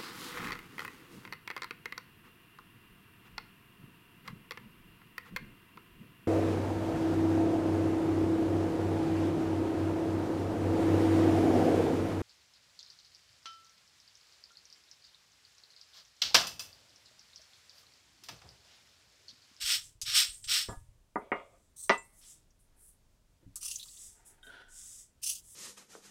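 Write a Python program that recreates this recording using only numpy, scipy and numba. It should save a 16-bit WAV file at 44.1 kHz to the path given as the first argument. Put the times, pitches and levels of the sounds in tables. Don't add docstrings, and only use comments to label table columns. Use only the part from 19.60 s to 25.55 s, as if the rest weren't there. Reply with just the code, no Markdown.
import sys
import numpy as np
from scipy import signal
from scipy.fft import rfft, irfft, next_fast_len
from scipy.io import wavfile
from numba import njit

SR = 44100
rng = np.random.default_rng(int(sys.argv[2]) if len(sys.argv) > 2 else 0)


def dump(signal):
    limited = np.clip(np.atleast_2d(signal).T, -1, 1)
    pcm = np.round(limited * 32767).astype(np.int16)
    wavfile.write(sys.argv[1], SR, pcm)


N = 262395
TIME = np.arange(N) / SR
RING_TIME = TIME[:SR]

# (start [s], attack [s], hold [s], fade [dB/s], peak level [dB],
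# swell up to the peak [dB], treble relative to the body [dB], pitch ratio of the rings at the start)
SLAB_STROKES = [(4.005, 0.013, 0.045, 91, -43, 10, 0, .88), (5.617, 0.03, 0.07, 288, -38.5, 3.5, 0, 0.92)]


def undb(db):
    return np.exp(np.asarray(db) * (np.log(10) / 20))


def unit(x):
    return x / np.sqrt(np.mean(x ** 2))


def attack_unit(x, size=441):
    return x / np.sqrt(np.mean(x[:size] ** 2))


def add(out, s, x):
    i = max(int(s * SR), 0)
    out[i:i + len(x)] += x[:N - i]


def colour(x, points):
    hz, db = np.transpose(points)
    size = next_fast_len(len(x) + SR // 10)
    f = np.maximum(np.fft.rfftfreq(size, 1 / SR), 1)
    gain = undb(np.interp(np.log(f), np.log(hz), db))
    return irfft(rfft(x, size) * gain, size)[:len(x)]


def band(x, hz, width):
    quality = hz / min(width, SR / 4)
    return signal.lfilter(*signal.iirpeak(hz, quality, fs=SR), x)


def lowpass(x, hz, order=2):
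    return signal.sosfilt(signal.butter(order, min(hz, SR / 2 - 1), fs=SR, output="sos"), x)


def highpass(x, hz, order):
    return signal.sosfilt(signal.butter(order, hz, "high", fs=SR, output="sos"), x)


def resonate(x, rings):
    return unit(sum(undb(db) * band(band(x, hz, width), hz, width) for hz, width, db in rings))


def fade(t60):
    return np.exp(-np.log(1000) * RING_TIME / t60)


def ring(modes):
    out = np.zeros(len(RING_TIME))
    for hz, db, t60 in modes:
        sign = rng.choice([-1, 1])
        out += sign * undb(db) * fade(t60) * np.sin(2 * np.pi * hz * RING_TIME)
    return out


def walk(rate):
    knots = rng.standard_normal(N // 10)
    return np.interp(TIME * rate, np.arange(len(knots)), knots)


def friction(rate, spread_db, slip_hz, slip_db):
    hit = rng.random(N) < rate / SR
    excess = np.minimum(rng.exponential(size=N), 2 * np.pi)
    sizes = undb(spread_db * excess) * rng.choice([-1, 1], N)
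    return unit(hit * sizes * undb(slip_db * walk(slip_hz)))


def gesture(s, attack_s, hold_s, fade_db_per_s, db, swell_db=0):
    grip_db = 20
    let_go_s = 0.012
    t, length_s = TIME[:2 * SR], attack_s + hold_s
    grip = grip_db * np.clip(1 - t / attack_s, 0, 1) ** 2
    press = swell_db * np.clip(1 - t / length_s, 0, 1)
    release = fade_db_per_s * let_go_s * np.logaddexp(0, (t - length_s) / let_go_s)
    out = np.zeros(N)
    add(out, s, undb(db - grip - press - release))
    return out


@njit
def moving_band(x, hz, width):
    y, b, l = np.empty(len(x)), 0., 0.
    for i in range(len(x)):
        g, k = np.tan(np.pi * min(hz[i], .45 * SR) / SR), width / hz[i]
        v = (b + g * (x[i] - l)) / (1 + g * (g + k))
        b, l, y[i] = 2 * v - b, l + 2 * g * v, k * v
    return y


def contact(slips, rings, pitch, flare_db, flare_hz):
    out = slips.copy()
    for hz, width, db in rings:
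        flare = undb(db + flare_db * walk(flare_hz))
        out += flare * moving_band(slips, hz * pitch, float(width))
    return out


def rub(slips, points, strokes, low_hz, split_hz, treble_db):
    x = colour(slips, points)
    body = signal.sosfiltfilt(signal.butter(8, split_hz, fs=SR, output="sos"), x)
    treble = unit(x - body)
    body = body / np.std(highpass(body, low_hz, order=8))
    out = np.zeros(N)
    for *shape, bright_db in strokes:
        out += gesture(*shape) * (body + undb(bright_db + treble_db) * treble)
    return out


def gritty_pushes():
    # (start [s], attack [s], hold [s], fade [dB/s],
    # peak level [dB], swell up to the peak [dB], treble relative to the body [dB])
    strokes = [(0.0, .022, 0.089, 183, -38, -1.5, -5), (0.049, 0.05, 0.05, 438.5, -29, 8.5, -5.5),
               (0.449, 0.027, .14, 216.5, -35.5, 0, -8.5), (0.527, 0.053, .02, 320, -24.5, 2.5, -4),
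               (0.872, 0.054, 0.063, 278.5, -28, 0, -6.5), (2.609, 0.014, 0.043, 130.5, -65, -2.5, -10)]
    # (frequency [Hz], level [dB])
    spectrum = [(240, -68.5), (400, -36), (1010, -29), (1250, -16.5), (1860, -11.5), (2010, -10.5),
                (2780, -7), (3000, -3), (4830, -4.5), (5300, -2), (6180, -10), (8670, -6.5), (10100, -18),
                (15100, -16.5), (15800, -29)]
    # (frequency [Hz], width [Hz], level [dB])
    rings = [(2830, 63, -12.5), (5480, 170, 1), (7750, 210, 0), (8640, 1200, -4.5), (11300, 160, 6),
             (15230, 600, -3)]
    coarse = friction(rate=7500, spread_db=2.0, slip_hz=174.3, slip_db=1.0)
    slips = contact(coarse, rings, 1 + 0.0086 * walk(25), flare_db=0.5, flare_hz=44.1)
    return undb(-0.96) * rub(slips, spectrum, strokes, low_hz=1900, split_hz=6020, treble_db=0.0)


def bumps():
    # (start [s], attack [s], hold [s], fade [dB/s], peak level [dB])
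    jostle = (-0.5, 0.1, 1.3, 119, -68)
    # (frequency [Hz], width [Hz], level [dB])
    jostle_rings = [(61.5, 16, -1), (105, 60, 0.5)]
    # (time [s], level [dB], pitch [Hz])
    thuds = [(0.027, -47.5, 54.5), (.344, -54.5, 75), (.429, -50, 66), (0.676, -47.5, 49.6),
             (.865, -51, 70), (1.077, -37.5, 64), (1.093, -40.5, 185), (1.104, -44, 101), (1.169, -42, 56),
             (1.207, -49.5, 78), (1.286, -51, 68), (1.557, -54, 90), (1.72, -56.5, 80), (2.297, -52, 105),
             (3.828, -62.5, 332), (3.858, -47.5, 70.5), (3.866, -49.5, 176), (4.476, -56.5, 58),
             (4.87, -58, 437)]
    # (pitch ratio, level [dB])
    thud_modes = [(.6, -2), (0.999, 0), (1.55, -5)]
    nudges = lowpass(friction(rate=25, spread_db=4.0, slip_hz=12, slip_db=1), 140, order=4)
    out = gesture(*jostle) * resonate(nudges, jostle_rings)
    for s, db, hz in thuds:
        thud = ring([(hz * ratio, level, 0.16) for ratio, level in thud_modes])
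        add(out, s, undb(db) * lowpass(thud, 2 * hz, order=3))
    return out


def mash_smearing():
    # (start [s], attack [s], hold [s], fade [dB/s], peak level [dB],
    # swell up to the peak [dB], treble relative to the body [dB])
    strokes = [(0.195, 0.039, 0.038, 280, -56, 0, -8.5), (0.707, 0.025, .06, 229, -60, -5, -4.5),
               (1.087, .03, 0.023, 126, -67.5, -8, -0.5), (1.543, 0.028, .03, 199, -82.5, -1, 5.5),
               (1.709, 0.023, .32, 100.5, -78.5, 4, -7), (2.42, .03, 0.037, 122, -81.5, -5, 9),
               (2.512, 0.035, 0.05, 220, -64, 19, 1.5), (2.62, 0.05, 0.045, 262, -53, 12.5, -6.5),
               (2.987, 0.018, .01, 200, -81.5, -2, 8.5), (3.149, 0.052, 0.083, 289, -68.5, 13, 10),
               (4.226, 0.022, .21, 152, -50, 11, -7), (4.648, 0.019, 0.032, 314, -62.5, 0, 2),
               (4.822, 0.022, 0.023, 254, -67, 6, 2.5), (5.083, 0.11, 0.22, 276, -52.5, -1.5, -8),
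               (5.812, 0.053, 0.12, 200, -55.5, 9.5, 0)]
    # (frequency [Hz], level [dB])
    spectrum = [(710, -44), (1200, -19), (1460, -33), (1660, -24), (1990, -17.5), (2420, -21.5),
                (3640, -11), (4150, -19.5), (5200, -6), (7840, 4), (14800, -24), (15800, -21.5)]
    smooth = friction(rate=25000, spread_db=3.0, slip_hz=58.0, slip_db=.5)
    return undb(-1.32) * rub(smooth, spectrum, strokes, low_hz=4020, split_hz=9030, treble_db=1.5)


def rasp(hz, width, t60):
    slips = rng.standard_normal(SR)
    return unit(band(band(slips, hz, width), hz, width)) * fade(t60)


def catches():
    # (time [s], level [dB], centre [Hz])
    landings = [(.415, -33.5, 5970), (.841, -45.5, 4600), (3.957, -37.5, 8400), (5.726, -45, 7600)]
    # (time [s], level [dB], centre [Hz])
    snags = [(2.905, -66, 5850), (3.958, -58, 1250), (4.022, -60.5, 1230), (4.055, -63, 1235),
             (4.091, -45, 5020), (4.094, -66, 1140), (4.116, -38, 6720), (4.158, -32.5, 6540),
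             (4.196, -42.5, 3950), (4.212, -47, 3770), (4.229, -43.5, 3940), (4.255, -66, 1150),
             (4.284, -51.5, 4230), (4.371, -50, 3900), (5.676, -34.5, 9960)]
    out = np.zeros(N)
    for s, db, hz in landings:
        add(out, s, undb(db) * rasp(hz, width=5700, t60=0.11))
    for s, db, hz in snags:
        t60 = 0.087 * (1000 / hz) ** 0.42
        add(out, s, undb(db) * rasp(hz, 0.26 * hz, t60))
    return out


def bangles():
    # (time [s], level [dB], tilt toward the high modes [dB/octave])
    chinks = [(.664, -46.5, -5), (.693, -47, 15), (0.744, -48.5, -8), (.825, -54, -8), (0.842, -46.5, -11),
              (1.021, -47, -20.5), (1.09, -50.5, -51), (2.225, -46, 5), (2.379, -48.5, -65),
              (2.417, -63, 7.5)]
    # (frequency [Hz], level [dB], t60 [s])
    glass_modes = [(7840, -3, 0.061), (7360, -3, 0.15), (8430, -3.5, 0.29), (8480, -4, 0.21),
                   (9500, -10.5, 0.22), (9924, -19, .15)]
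    first_hz = glass_modes[0][0]
    out = np.zeros(N)
    for s, db, tilt_db in chinks:
        modes = []
        for hz, level, t60 in glass_modes:
            detune = 1 + 0.0054 * rng.standard_normal()
            modes.append((hz * detune, level + tilt_db * np.log2(hz / first_hz), t60))
        add(out, s, undb(db) * attack_unit(ring(modes)))
    return band(out, 8300, 3500)


def knocks():
    # (time [s], level [dB],
    # contact cut-off [Hz], tilt [dB/octave], pitch ratio of the roller's modes)
    blows = [(1.086, -37, 1600, -3, .85), (1.094, -37, 1500, -3, .85), (1.127, -45, 1650, -2, .85),
             (1.5575, -25, 1700, -3, 1.03), (1.618, -46, 1000, -4, 1.0), (1.7182, -23.3, 2600, -1, 1.065),
             (1.75, -38, 1500, -2, 1.06), (1.8, -52, 3000, -1, 1.06), (2.295, -15, 6500, 0, 1.0)]
    # (frequency [Hz], level [dB], t60 [s])
    stone_modes = [(209.6, -4, 0.11), (303, -8.5, .12), (413.3, -6.5, 0.15), (449, -8.5, 0.13),
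                   (572, -16.5, 0.22), (654, -11.5, .14), (760, -7.5, 0.17), (826, -6, 0.12),
                   (928, -8, 0.2), (1068, -4.5, 0.19), (1099, -1.5, 0.053), (1216.5, -2, 0.12),
                   (1341, -9, 0.14), (1435, -8.5, 0.079), (1513, -15.5, 0.19), (1810, -7, 0.11),
                   (1990, 3, 0.21), (2090, -4.5, .1), (2270, -5.5, 0.074), (2664, -7.5, 0.24),
                   (2670, -10.5, 0.13), (3010, -14, 0.11), (3920, -12, .06), (4550, -15, 0.055),
                   (5750, -14.5, .05), (5810, -10.5, .06)]
    # (frequency [Hz], level [dB])
    tail_spectrum = [(59, -45.5), (100, -16.5), (576, -4.5), (1250, -4), (1680, -13), (2000, -7),
                     (2190, -13.5), (2650, -13), (2850, -16.5), (9000, -37.5), (11700, -70.5),
                     (19800, -120)]
    # (frequency [Hz], level [dB], t60 [s])
    dish_modes = [(1998, -49, .5), (2080, -48, .65), (2180, -47.5, 0.71)]
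    roller_modes_hz = 1800
    crack_rings = [(430, 530, -2.5), (1200, 990, -2), (1897, 500, 1.0), (4620, 960, -16.5)]  # Hz, Hz, dB
    crack = attack_unit(resonate(signal.unit_impulse(SR), crack_rings))
    dish = ring(dish_modes)
    out = np.zeros(N)
    for s, db, contact_hz, tilt_db, ratio in blows:
        held = [(hz * (ratio if hz > roller_modes_hz else 1), level, t60) for hz, level, t60 in stone_modes]
        modes = attack_unit(ring(held))
        tail = unit(colour(rng.standard_normal(SR), tail_spectrum)) * fade(0.16)
        blow = undb(-4) * crack + undb(-7.0) * modes + undb(-5) * tail + dish
        blow = highpass(blow, 150, order=4)
        tilt = [(hz, tilt_db * np.log2(hz)) for hz in (300, 8000)]
        blow = undb(-3.5) * attack_unit(colour(blow, tilt))
        add(out, s, undb(db) * lowpass(blow, contact_hz, order=6))
    return out


def dragging():
    # (start [s], attack [s], hold [s], fade [dB/s], peak level [dB])
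    drags = [(1.575, 0.062, 0.023, 130, -59), (1.729, 0.033, 0.022, 173, -48.5),
             (1.899, .05, .005, 301.5, -67.5)]
    # (frequency [Hz], width [Hz], level [dB])
    rings = [(550, 270, 2), (1107, 250, -5), (2280, 260, -10), (3250, 500, -20)]
    slips = friction(rate=9400, spread_db=2.5, slip_hz=50.7, slip_db=-0.36)
    return sum(gesture(*row) for row in drags) * resonate(slips, rings)


def tightening():
    glide_per_s = 1.24
    pitch = np.ones(N)
    for s, *_, ratio in SLAB_STROKES:
        climb = np.minimum(ratio + glide_per_s * (TIME - s), 2)
        pitch = np.where(TIME >= s, climb, pitch)
    return pitch


def slab_scraping():
    # (frequency [Hz], level [dB])
    spectrum = [(470, -67), (800, -34), (1090, -34), (1670, -33.5), (2250, -30), (2750, -16), (3760, -18),
                (4650, -7), (6270, -3), (6760, -5.5), (8680, -1.5), (9590, -3), (11300, -10.5),
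                (12600, -11.5), (15800, -14.5)]
    # (frequency [Hz], width [Hz], level [dB])
    rings = [(1190, 95, -14), (2760, 960, 8.5), (4730, 64, -4), (5610, 150, 6.5), (6290, 60, 11.5),
             (7570, 150, -3), (9680, 160, 12), (10960, 730, 0), (13350, 400, 5)]
    # (start [s], attack [s], hold [s], fade [dB/s], peak level [dB],
    # swell up to the peak [dB], treble relative to the body [dB])
    edge_slides = [(2.159, .012, 0.081, 520, -51, 7.5, 6), (2.31, 0.014, .025, 190, -64, 0, 4)]
    # (frequency [Hz], level [dB])
    edge_slide_spectrum = [(470, -71.5), (800, -45.5), (1090, -26.5), (1570, -45.5), (1760, -41.5), (2680, -39),
                           (4050, -18), (5010, -23.5), (6120, -8.5), (7020, -18), (8260, -1.5), (8680, -1),
                           (10100, -16.5), (15800, -23)]
    fine = friction(rate=3500, spread_db=1.0, slip_hz=130, slip_db=2.9)
    pitch = tightening() * (1 + 0.018 * walk(50))
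    slips = contact(fine, rings, pitch, flare_db=4.0, flare_hz=68.54)
    strokes = [row[:-1] for row in SLAB_STROKES]
    slab = rub(slips, spectrum, strokes, low_hz=4450, split_hz=6760, treble_db=3.0)
    edge_slide = rub(fine, edge_slide_spectrum, edge_slides, low_hz=4496, split_hz=7500, treble_db=2)
    return slab + undb(-1.15) * edge_slide


def sleeve():
    # (start [s], attack [s], hold [s], fade [dB/s], peak level [dB])
    rustles = [(2.53, .15, 0.028, 90, -83.5), (3.03, 0.15, .06, 70, -82), (3.812, 0.017, 0.026, 128.5, -83),
               (4.4, .25, 0.085, 59, -71.5)]
    fibres = friction(rate=2500, spread_db=2.0, slip_hz=60.4, slip_db=3)
    cloth = resonate(fibres, [(408, 190, 3.5), (836, 310, 3.5), (1450, 1170, -1.5)])
    return sum(gesture(*row) for row in rustles) * cloth


def plate():
    # (start [s], attack [s], hold [s], fade [dB/s], peak level [dB])
    wipe = (4.825, 0.15, -0.015, 92, -54.5)
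    # (frequency [Hz], width [Hz], level [dB])
    wipe_rings = [(595, 1300, -5.5), (1458, 290, 6), (3130, 1000, -5), (3840, 420, -18), (5600, 240, -14),
                  (8600, 520, -24), (10200, 1000, -22)]
    # (time [s], level [dB])
    taps = [(4.83, -54.5), (4.868, -55)]
    # (frequency [Hz], level [dB], t60 [s])
    modes = [(457, -15, 0.17), (1500, -0.5, 0.9), (1580, -5, 0.73), (1910, -22, 0.86), (3160, 3, 0.0576),
             (3700, 3, 0.048)]
    slips = friction(rate=4000, spread_db=3.0, slip_hz=59.7, slip_db=1.0)
    out = gesture(*wipe) * resonate(slips, wipe_rings)
    for s, db in taps:
        add(out, s, undb(db) * attack_unit(ring(modes)))
    return out


def room(x, wet_db, t60, late_db, late_t60, late_hz):
    early = rng.standard_normal(SR) * fade(t60) * (RING_TIME > .003)
    late = lowpass(rng.standard_normal(SR), late_hz) * fade(late_t60)
    response = undb(wet_db) * early / np.linalg.norm(early) + undb(late_db) * late / np.linalg.norm(late)
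    return x + signal.fftconvolve(x, response)[:N]


def background():
    # (frequency [Hz], level [dB])
    spectrum = [(12, -26), (20, 6), (50, -3), (85, -6), (203, -15.5), (554, -24), (620, -21.5),
                (775, -28.5), (942, -25.5), (1050, -28), (1560, -30.5), (2430, -32), (7860, -33),
                (15800, -42.5)]
    noise = unit(colour(rng.standard_normal(N), spectrum))
    return undb(-67) * noise * undb(.7 * walk(9.9))


def scene():
    rubbing = gritty_pushes() + mash_smearing() + slab_scraping() + dragging() + sleeve()
    impacts = bumps() + catches() + bangles() + knocks()
    work = rubbing + impacts + plate()
    wet = room(work, wet_db=-6.5, t60=0.039, late_db=-45, late_t60=0.92, late_hz=2200)
    return (wet + background())[None]


def record(dry):
    return signal.sosfilt(signal.ellip(10, .2, 80, 15800, fs=SR, output="sos"), dry)


dry = scene()
out = record(dry)
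dump(out)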